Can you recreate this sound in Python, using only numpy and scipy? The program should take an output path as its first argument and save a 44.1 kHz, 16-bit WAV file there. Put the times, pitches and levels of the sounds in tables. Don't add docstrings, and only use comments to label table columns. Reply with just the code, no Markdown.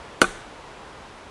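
import sys
import numpy as np
from scipy import signal
from scipy.fft import rfft, irfft
from scipy.io import wavfile
from scipy.ndimage import uniform_filter1d

SR = 44100
rng = np.random.default_rng(int(sys.argv[2]) if len(sys.argv) > 2 else 0)


def put_to_file(sound):
    columns = np.atleast_2d(sound).T
    safe = np.clip(columns, -1, 1)
    whole_steps = np.round(safe * 32767)
    wavfile.write(sys.argv[1], SR, whole_steps.astype(np.int16))


N = 57330

BLOW_S, JOLT_S = 0.2157, 0.2412
LOG_START_S = BLOW_S + 0.001
# frequency_hz, relative_db
CRACK_COLOUR = [(100, -25), (300, 0.5), (700, 5), (1000, 3), (1300, 5), (1800, -10), (2100, -2), (3300, -5),
                (4200, -8.5), (5200, -11), (6200, -2.5), (7200, -8), (9700, -1.5), (11000, -9.5),
                (12500, -30), (14000, -70)]


def amp(db):
    return 10 ** (np.asarray(db) / 20)


def unit(x):
    return x / np.sqrt(np.mean(x ** 2) + 1e-20)


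def read(points, hz):
    point_hz, value = np.transpose(points)
    return np.interp(np.log(hz + 1), np.log(point_hz + 1), value)


def since(start_s):
    return np.maximum(np.arange(N) / SR - start_s, 0)


def noise(colour):
    gain = amp(read(colour, np.fft.rfftfreq(N, 1 / SR)))
    return unit(irfft(rfft(rng.standard_normal(N)) * gain, N))


def ring(start_s, modes, rise_s):
    t = since(start_s)
    tones = sum((-1) ** k * amp(db - 60 * t / t60) * np.sin(2 * np.pi * hz * t)
                for k, (hz, db, t60) in enumerate(modes))
    return (1 - np.exp(-t / rise_s)) * tones


def burst(start_s, colour, decay, rise_s):
    hz, t, bands = signal.stft(noise(colour), SR, nperseg=256, noverlap=192)
    fade = amp(-60 * np.maximum(t - start_s, 0) / read(decay, hz)[:, None])
    fading = signal.istft(bands * fade, SR, nperseg=256, noverlap=192)[1][:N]
    return fading * (1 - np.exp(-since(start_s) / rise_s))


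def wedge(bite_db=7, bite_s=0.0063):
    pitches = [1162, 1342, 1490, 1630, 2150, 2455, 2810, 3040, 3490, 4268, 4650]
    # blow_db, jolt_db, t60_s
    modes = [(-12, -16, .042), (-11, -19.5, 0.045), (-7, -14, 0.049), (-27.5, -43, 0.03),
             (-13.5, -26, 0.028), (-28.5, -21, 0.032), (-13.5, -32, 0.013), (-23.5, -41, 0.042),
             (-26, -36, 0.061), (-28, -57, 0.09), (-16, -52, 0.013)]
    # frequency_hz, t60_s
    crack_decay = [(200, 0.075), (1400, 0.087), (3000, 0.08), (6000, 0.054), (11000, 0.025)]
    blow_db, jolt_db, t60 = np.transpose(modes)
    clank = ring(BLOW_S, zip(pitches, blow_db, t60), rise_s=0.00067)
    crack = amp(-15.5) * burst(BLOW_S, CRACK_COLOUR, crack_decay, rise_s=0.00014)
    jolt = ring(JOLT_S, zip(pitches, jolt_db, t60), rise_s=0.0013)
    bite = amp(bite_db * np.exp(-(since(BLOW_S) / bite_s) ** 2))
    return bite * (clank + crack) + jolt


def log(thump_lag_s=0.004, thump_width_s=0.00381, thump_hz=301.7):
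    pitches = [191, 272, 351, 449, 515, 625, 765, 912]
    # level_db, t60_s
    modes = [(-25, 0.2), (-20, 0.09), (-17, 0.12), (-15.5, .08), (-14.5, .055), (-21.5, 0.088), (-23, 0.14),
             (-15.5, 0.036)]
    t = since(0) - BLOW_S - thump_lag_s
    thump = -amp(-4.5) * np.exp(-(t / thump_width_s) ** 2) * np.cos(2 * np.pi * thump_hz * t)
    knock = ring(LOG_START_S, zip(pitches, *np.transpose(modes)), rise_s=0.0007)
    return (since(BLOW_S) > 0) * thump + knock


def ground(rock_lag_s=0.045):
    # pitch_hz, level_db, t60_s
    push_modes = [(48, -27, .06), (85, -33, .05)]
    # pitch_hz, level_db, t60_s
    rock_modes = [(25, -35, .45), (40, -40, 0.27), (66, -42, .15)]
    push = ring(LOG_START_S, push_modes, rise_s=0.0007)
    return push + ring(BLOW_S + rock_lag_s, rock_modes, rise_s=0.009)


def echoes(splash_lag_s=0.011, splash_width_s=0.0094):
    # frequency_hz, relative_db
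    tail_colour = [(100, 4.5), (200, -6), (350, 9), (600, -3), (1000, -5), (1380, -0.5), (1490, 7),
                   (1600, -2), (1800, -3), (2600, -7.5), (3100, -9.5), (3550, -4.5), (4300, -10),
                   (5100, -18), (6000, -7), (7000, -10.5), (9000, -5.5), (10500, -12), (12000, -27),
                   (13000, -70)]
    # frequency_hz, t60_s
    tail_decay = [(200, 0.43), (1400, 0.87), (3500, 0.76), (7000, 0.59), (11000, 0.41)]
    splash = noise(CRACK_COLOUR) * np.exp(-((since(0) - BLOW_S - splash_lag_s) / splash_width_s) ** 2)
    tail = burst(BLOW_S, tail_colour, tail_decay, rise_s=0.0084)
    return amp(-26.5) * splash + amp(-30.5) * tail


def rustles(grain_db=3):
    # peak_s, width_s, level_db
    moves = [(0.69, .025, -68), (1.05, 0.013, -68), (1.192, 0.046, -65)]
    # frequency_hz, relative_db
    colour = [(500, -20), (2500, 0), (6000, 1), (9800, -5), (11200, -24), (12500, -55)]
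    t = since(0)
    swell = sum(amp(db) * np.exp(-((t - peak_s) / width_s) ** 2) for peak_s, width_s, db in moves)
    grain = unit(uniform_filter1d(rng.standard_normal(N), size=90))
    return swell * unit(noise(colour) * amp(grain_db * grain))


def wash(level_db=-43, waver_db=0.28, opening_db=1.9, settle_s=0.17, top_hz=11200):
    # frequency_hz, relative_db
    colour = [(12, -36), (20, -8), (54, -1), (91, -5.5), (261, -7), (282, -6), (418, -4), (653, -5.5),
              (967, -4), (1910, -13), (2620, -15), (9710, -31.5), (10500, -32.5), (13600, -53),
              (22000, -120)]
    waver = unit(uniform_filter1d(rng.standard_normal(N), size=3000))
    air = signal.sosfilt(signal.butter(10, top_hz, fs=SR, output="sos"), noise(colour))
    return air * amp(level_db + waver_db * waver + opening_db * np.exp(-since(0) / settle_s))


def scene():
    return (wedge() + log() + ground() + echoes() + rustles() + wash())[None]


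def record(dry):
    ceiling, knee = 0.72, 6
    treble_hz, edge_hz = 12700, 16400
    clipped = dry / (1 + abs(dry / ceiling) ** knee) ** (1 / knee)
    dulled = signal.sosfilt(signal.butter(3, treble_hz, fs=SR, output="sos"), clipped)
    band_limit = signal.firwin(255, edge_hz, window=("kaiser", 9), fs=SR)
    return signal.oaconvolve(dulled, band_limit[None], "same")


dry = scene()
out = record(dry)
put_to_file(out)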